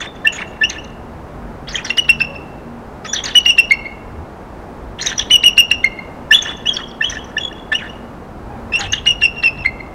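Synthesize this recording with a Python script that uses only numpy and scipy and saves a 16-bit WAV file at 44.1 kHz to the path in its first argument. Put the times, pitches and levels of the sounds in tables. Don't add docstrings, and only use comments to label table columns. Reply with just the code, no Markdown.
import sys
import numpy as np
from scipy import signal
from scipy.fft import rfft, irfft, next_fast_len
from scipy.io import wavfile
from scipy.ndimage import uniform_filter1d, minimum_filter1d, map_coordinates

SR = 44100
rng = np.random.default_rng(int(sys.argv[2]) if len(sys.argv) > 2 else 0)


def bounce(signal):
    frames = np.transpose(np.atleast_2d(signal))
    limited = np.clip(frames, -1, 1)
    pcm = np.round(limited * 32767).astype(np.int16)
    wavfile.write(sys.argv[1], SR, pcm)


N = 438354

# t/s, level/dB
GUST_LEVELS = [(0, -43), (1.6, -36.5), (2.3, -40.5), (4.4, -37), (5.5, -40), (7.5, -38.5), (9.94, -33)]
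# f/Hz, relative level/dB
RUMBLE_SPECTRUM = [(8.8, -38.5), (15, -15.5), (48, 4.5), (96, -2.5), (136, -11), (172, -18), (250, -11.5),
                   (320, -46), (550, -120)]
# f/Hz, relative level/dB
RUSH_SPECTRUM = [(70, -8), (120, -5), (200, -2.5), (320, -4), (600, -6.5), (800, -7), (1070, -10.5),
                 (1400, -15), (2600, -28), (3300, -33), (7000, -41), (16000, -50)]
# t/s, relative speed, upper line level/dB, lower line level/dB
ENGINE_COURSE = [(0, 0.848, -54, -79), (1, 1, -42.5, -41), (1.8, 0.992, -38, -41.5), (4.4, 1, -48.5, -57.5),
                 (8.3, 0.9815, -42, -55.5), (9, 0.986, -43, -36), (9.94, 0.926, -64, -51.5)]
# t/s, duration/s, start f/Hz, end f/Hz, level/dB
FAINT_CALLS = [(2.27, 0.0884, 552, 564, -37), (3.045, 0.0244, 1287, 1256, -27.5),
               (8.49, 0.1048, 831.5, 793.2, -39), (8.785, 0.07, 839, 784, -30)]
# f/Hz, T60/s
VALLEY_DECAY = [(500, 0.513), (2700, 1), (6000, 0.49), (12000, 0.25)]
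# f/Hz, gain/dB
AIR_RESPONSE = [(1500, 0.5), (3000, 1.5), (6000, 2), (9000, -13.5), (15000, -44.5)]
# delay/s, gain/dB
REFLECTIONS = [(.03, -19.5), (.061, -37), (0.146, -21), (.176, -34), (.203, -35)]
# f/Hz, relative level/dB
THROAT_SPECTRUM = [(600, -3.5), (1200, -1.5), (1850, 11.5), (2400, 0.5), (3400, 5), (4600, -14.5),
                   (6000, -11), (6800, -14), (7700, -8.5), (9300, -27), (12500, -44), (16000, -42)]
# f/Hz, gain/dB
BEAK_RESPONSE = [(6900, -0.5), (7500, -11), (7900, -13.5), (8500, 0.5)]
# harmonic number, base level re the octave overtone/dB
HARMONICS = [(3, -12), (4, -23.5), (5, -29)]
# t/s, f/Hz, level/dB
SQUEAK_NOTES = [(1.744, 1869, -17), (1.754, 3093, -11.5), (3.133, 1717, -18.5), (5.011, 4045, -16.5),
                (5.068, 3642, -10), (5.191, 3372, -13), (6.766, 3394, -13), (7.121, 1808, -20),
                (7.168, 1735, -19.5)]
# t/s, duration/s, hold/s, start f/Hz, end f/Hz, tone level/dB,
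# throat noise level/dB, fade/dB
RASP_NOTES = [(0, .062, 0.011, 6400, 1900, -30, -22.5, 5), (.322, 0.11, .044, 6799, 1750, -26, -26.5, 4),
              (0.689, .088, .012, 6135, 1912, -28, -28.5, 6),
              (1.672, 0.074, 0.011, 3300, 5700, -31, -30, 2.5),
              (1.748, .072, .018, 6300, 2200, -24.5, -22.5, 8),
              (1.846, .047, .006, 6000, 4300, -23.5, -18.5, 13.5),
              (3.045, .025, .005, 5200, 6100, -36, -26, -1),
              (3.13, 0.077, .014, 5874, 3350, -16.5, -24.5, 6),
              (3.237, 0.092, 0.021, 6500, 3200, -19.5, -18, 13.5),
              (4.986, 0.087, 0.02, 3121, 6600, -26.5, -24.5, 2),
              (5.058, .076, 0.031, 6100, 3300, -21, -19, 4.5),
              (5.178, .058, .008, 5814, 3250, -14.5, -21.5, 8), (6.414, 0.11, .03, 6292, 1600, -28, -26, 3),
              (6.73, 0.089, .032, 5577, 1450, -29, -32.5, 0.5),
              (7.093, 0.098, 0.058, 5695, 1550, -29, -24.5, 11.5),
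              (7.784, .085, .02, 2636, 1590, -31.5, -35.5, -1),
              (8.79, 0.085, 0.018, 6600, 2827, -25.5, -21, 4.5),
              (8.92, 0.077, 0.0091, 6320, 2900, -19.5, -29, 8.5)]
# start f/Hz, end f/Hz, overtone attenuation/dB
VOICE_REGISTERS = [(1679, 1790, 5.5), (2506.6, 2980, -0.5), (3401, 3450, 10)]
# t/s, time in the low, middle and high register/s, final f/Hz, level/dB, fade/dB, # base level of the
# octave overtone/dB; the first row is a faint high tone that fades out as the scene opens
WAIL_NOTES = [(0.004, 0.0022, 0.00118, .11, 3595, -28, 12.5, -32),
              (0.247, 0.01547, 0.0341, 0, 2982, -8, 2.5, -28.5),
              (.609, .023, .029, 0, 2939, -13.5, -5, -18),
              (3.07, 0.00072, 0.00387, 0.072, 3463, -27, 2, 4.5),
              (6.308, 0.01305, .02, 0.0537, 3451, 0, 11.5, -17),
              (6.656, 0.00293, .019, .055, 3164, -11, 5.5, -17),
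              (7.007, 0.01316, 0.0328, 0.0381, 3268, -7.5, 15, -21),
              (7.366, 0.01325, 0.0164, 0.0868, 3351, -12, 15.5, -14),
              (7.719, .016, 0.0351, 0.0057, 2977, -9, 9.5, -17.5),
              (8.723, 0.00024, .066, 0, 2860, -7.5, 13, -18.5)]
# t/s, duration/s, nominal f/Hz, level/dB
CHIRP_NOTES = [(1.901, 0.0089, 2810, -8), (1.977, 0.021, 2914, -8.5), (2.09, .018, 2760, -3),
               (2.203, 0.0176, 2683, -8.5), (3.351, 0.039, 2947, -4.5), (3.458, 0.054, 2857, -6.5),
               (3.58, 0.02, 2736, -3), (3.707, 0.019, 2174, -3), (5.306, .058, 2978, -4.5),
               (5.436, .049, 2900, -4.5), (5.576, 0.0334, 2849, -1.5), (5.712, 0.011, 2826, -3),
               (5.84, 0.01228, 2147, -2.5), (8.93, 0.0111, 2932, -10), (9.063, .062, 2868, -10.5),
               (9.219, .044, 2783, -6.5), (9.433, 0.0505, 2709, -10), (9.648, 0.016, 2101, -6.5)]

OVERTONE_FLICKER_DB = 7
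SQUEAK_S = 0.00794
TUMBLE_S = 0.0067
BREAK_SHARE, BREAKS_PER_S = 0.18, 240
GLIDE_BOW = .65
TENSE_HZ = 2986
BRIGHT_DB, BRIGHT_DB_PER_OCTAVE = -15.5, 11.5
SCRATCH_DB, SCRATCH_DB_PER_OCTAVE = -18, 18
SCOOP, SCOOP_S = .07, 0.00447
CHIRP_SAG, CHIRP_FADE_DB_PER_S = .042, 57.5
BEAT_HZ, BEAT_DB = 566.4, -24.5
TOP_HZ = 15850


def amp(db):
    return 10 ** (np.asarray(db) / 20)


def unit(x):
    return x / np.sqrt(np.mean(x ** 2) + 1e-20)


def along(points, hz):
    f, values = np.transpose(points)
    return np.interp(np.log(hz + 1), np.log(f + 1), values)


def curves(rows):
    times, *columns = np.transpose(rows)
    return [np.interp(np.arange(N) / SR, times, column) for column in columns]


def wobble(rate, n):
    knots = rng.standard_normal(int(n * rate / SR) + 4)
    return map_coordinates(knots, [np.arange(n) * rate / SR])


def filtered(x, response):
    size = next_fast_len(len(x) + 8192)
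    return irfft(rfft(x, size) * response(np.fft.rfftfreq(size, 1 / SR)), size)[:len(x)]


def coloured(x, spectrum):
    return filtered(x, lambda hz: amp(along(spectrum, hz)))


def noise(spectrum, n):
    return unit(coloured(rng.standard_normal(n), spectrum))


def add(track, start, sound):
    part = track[max(0, round(start * SR)):][:len(sound)]
    part += sound[:len(part)]


def breath(length, rise, fall):
    t = np.arange(int((length + 0.061) * SR)) / SR
    attack = np.sin(np.pi / 2 * np.minimum(t / rise, 1)) ** 2
    return t, attack * np.exp(-np.maximum(t - length + fall, 0) / fall)


def voiced(push, x):
    return push * x * np.linalg.norm(push) / np.linalg.norm(push * x)


def wind():
    gust_db, = curves(GUST_LEVELS)
    rumble = amp(gust_db + 2.8 * wobble(6.7, N)) * noise(RUMBLE_SPECTRUM, N)
    rush = amp(-33.5 + 0.48 * wobble(3.6, N)) * noise(RUSH_SPECTRUM, N)
    return rumble + rush


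def engine():
    speed, upper_db, lower_db = curves(ENGINE_COURSE)
    out = np.zeros(N)
    for hz, db in (236, upper_db), (146, lower_db):
        fading = amp(db + 4.7 * wobble(9, N))
        pitch = hz * speed * (1 + .01 * wobble(20, N))
        out += fading * np.sin(2 * np.pi * np.cumsum(pitch) / SR)
    return out


def faint_calls():
    out = np.zeros(N)
    for start, length, start_hz, end_hz, db in FAINT_CALLS:
        t, push = breath(length, rise=0.0069, fall=0.0043)
        glide = np.interp(t, [0, length], [start_hz, end_hz])
        add(out, start, amp(db) * push * syrinx(glide, octave_db=-11.5, jitter=0.0083, flutter_db=3))
    return out + amp(-13) * valley_reverb(out)


def valley_reverb(x):
    hz, t, spectra = signal.stft(rng.standard_normal(SR), SR, nperseg=256)
    decay = amp(-60 * t / along(VALLEY_DECAY, hz)[:, None])
    tail = signal.istft(spectra * decay, SR, nperseg=256)[1]
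    return signal.fftconvolve(x, tail / np.linalg.norm(tail))[:N]


def hillside(x):
    t = np.arange(SR // 6) / SR
    twigs = rng.standard_normal(len(t)) * amp(-60 * t / 0.061) * (t > .004)
    near = signal.fftconvolve(x, twigs / np.linalg.norm(twigs))[:N]
    far = coloured(x + amp(-17) * near, AIR_RESPONSE)
    out = amp(-9) * near + amp(-23.5) * valley_reverb(far)
    for delay, db in REFLECTIONS:
        add(out, delay, amp(db) * far)
    return out


def throat_noise(n, grain_db=6):
    spectra = signal.stft(rng.standard_normal(n), nperseg=192)[2]
    clumps = uniform_filter1d(rng.standard_normal(spectra.shape), size=3, axis=0)
    clumps = unit(uniform_filter1d(clumps, size=3, axis=1))
    grains = signal.istft(spectra * amp(grain_db * np.clip(clumps, -2, 2)), nperseg=192)[1][:n]
    return unit(coloured(grains, THROAT_SPECTRUM))


def syrinx(hz, octave_db, jitter, flutter_db, force_db=0):
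    n = len(hz)
    unsteadiness = wobble(198.76, n) + 0.94 * wobble(1400, n)
    phase = 2 * np.pi * np.cumsum(hz * (1 + jitter * unsteadiness)) / SR
    overtones = np.sin(2 * phase)
    for k, db in HARMONICS:
        overtones += amp(db + force_db + OVERTONE_FLICKER_DB * wobble(120, n)) * np.sin(k * phase)
    flutter = unit(amp(flutter_db * wobble(134.9, n)))
    return np.sqrt(2) * flutter * (np.sin(phase) + amp(octave_db) * overtones)


def squeaks():
    out = np.zeros(N)
    for start, hz, db in SQUEAK_NOTES:
        t, push = breath(SQUEAK_S, rise=0.00287, fall=.004)
        tone = syrinx(np.full(len(t), hz), octave_db=-24, jitter=.03, flutter_db=4)
        add(out, start, amp(db) * voiced(push, tone))
    return out


def rasps():
    out = np.zeros(N)
    for start, length, hold, start_hz, end_hz, tone_db, noise_db, fade_db in RASP_NOTES:
        t, push = breath(length + .004, rise=.009, fall=.005)
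        n = len(t)
        chaos = 1 / (1 + amp(tone_db - noise_db))
        tumble = 1 - np.exp(-np.maximum(t - hold, 0) / TUMBLE_S)
        breaks = rng.random(n) < BREAKS_PER_S / SR
        last_break = np.maximum.accumulate(np.arange(n) * breaks)
        progress = np.clip(tumble * (1 + BREAK_SHARE * rng.standard_normal(n)), 0, 1.15)
        slide = start_hz * (end_hz / start_hz) ** progress[last_break]
        tone = syrinx(slide, octave_db=-33.5, jitter=chaos * 430 / slide, flutter_db=5.5, force_db=-3)
        rasp = amp(tone_db) * voiced(push, tone) + amp(noise_db - 4) * voiced(push, throat_noise(n))
        add(out, start - .003, amp(-fade_db * t / length) * rasp)
    return out


def wails():
    out = np.zeros(N)
    for start, *stays, final_hz, level_db, fade_db, octave_db in WAIL_NOTES:
        steps = [(stay, *register) for stay, register in zip(stays, VOICE_REGISTERS) if stay > 0]
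        age = 0
        for k, (length, start_hz, end_hz, purity_db) in enumerate(steps):
            t, push = breath(length + .003, rise=.012, fall=.004)
            goal_hz = final_hz if k == len(steps) - 1 else end_hz
            glide = start_hz + (goal_hz - start_hz) * np.minimum(t / length, 1) ** GLIDE_BOW
            tone = syrinx(glide, octave_db - purity_db, jitter=0.013, flutter_db=7,
                          force_db=0.5 + level_db)
            wail = voiced(push, tone + amp(-25.5) * throat_noise(len(t)))
            db = level_db - fade_db * (age + t) / sum(stays)
            add(out, start + age - .003, amp(db) * wail)
            age += length
    return out


def scratch(hz):
    t, push = breath(.02, rise=.014, fall=.004)
    dive = hz * np.interp(t, [0, .009, .011], [1.8, 1.5, .72]) * np.exp(.08 * wobble(150, len(t)))
    tone = syrinx(dive, octave_db=-30, jitter=.07, flutter_db=3)
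    return voiced(push, tone + .6 * throat_noise(len(t)))


def chirps():
    out = np.zeros(N)
    for start, length, hz, db in CHIRP_NOTES:
        tension = np.log2(hz / TENSE_HZ)
        octave_db = BRIGHT_DB + BRIGHT_DB_PER_OCTAVE * tension
        scratch_db = SCRATCH_DB + SCRATCH_DB_PER_OCTAVE * tension
        t, push = breath(length + .002, rise=.0055, fall=.004)
        sag = CHIRP_SAG * np.minimum(length / .04, 1.5) * np.minimum(t / length, 1.2) ** 4
        pitch = hz * (1.006 - SCOOP * np.exp(-t / SCOOP_S) - sag)
        bloom_db = -12 * np.exp(-t / 0.0026)
        tone = syrinx(pitch, octave_db + bloom_db, jitter=0.0092, flutter_db=3.5,
                      force_db=0.5 + 0.81 * db)
        beat = 1 + amp(BEAT_DB) * wobble(130, len(t)) * np.sin(2 * np.pi * BEAT_HZ * t)
        chirp = voiced(push, beat * tone + amp(-34) * throat_noise(len(t)))
        fade_db = CHIRP_FADE_DB_PER_S * (t - length / 2)
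        add(out, start, amp(db - fade_db) * chirp)
        add(out, start - .011, amp(scratch_db) * scratch(hz))
    return out


def scene():
    bird = coloured(chirps() + wails() + rasps() + squeaks(), BEAK_RESPONSE)
    return (bird + hillside(bird) + faint_calls() + wind() + engine())[None]


def record(dry):
    x = dry[0]
    needed_gain = np.minimum(1, 1.254 / (np.abs(x) + 1e-9))
    gain = uniform_filter1d(minimum_filter1d(needed_gain, size=45), size=45)
    clipped = np.clip(x * gain, -.94, .94)
    return filtered(clipped, lambda hz: hz < TOP_HZ)[None]


dry = scene()
out = record(dry)
bounce(out)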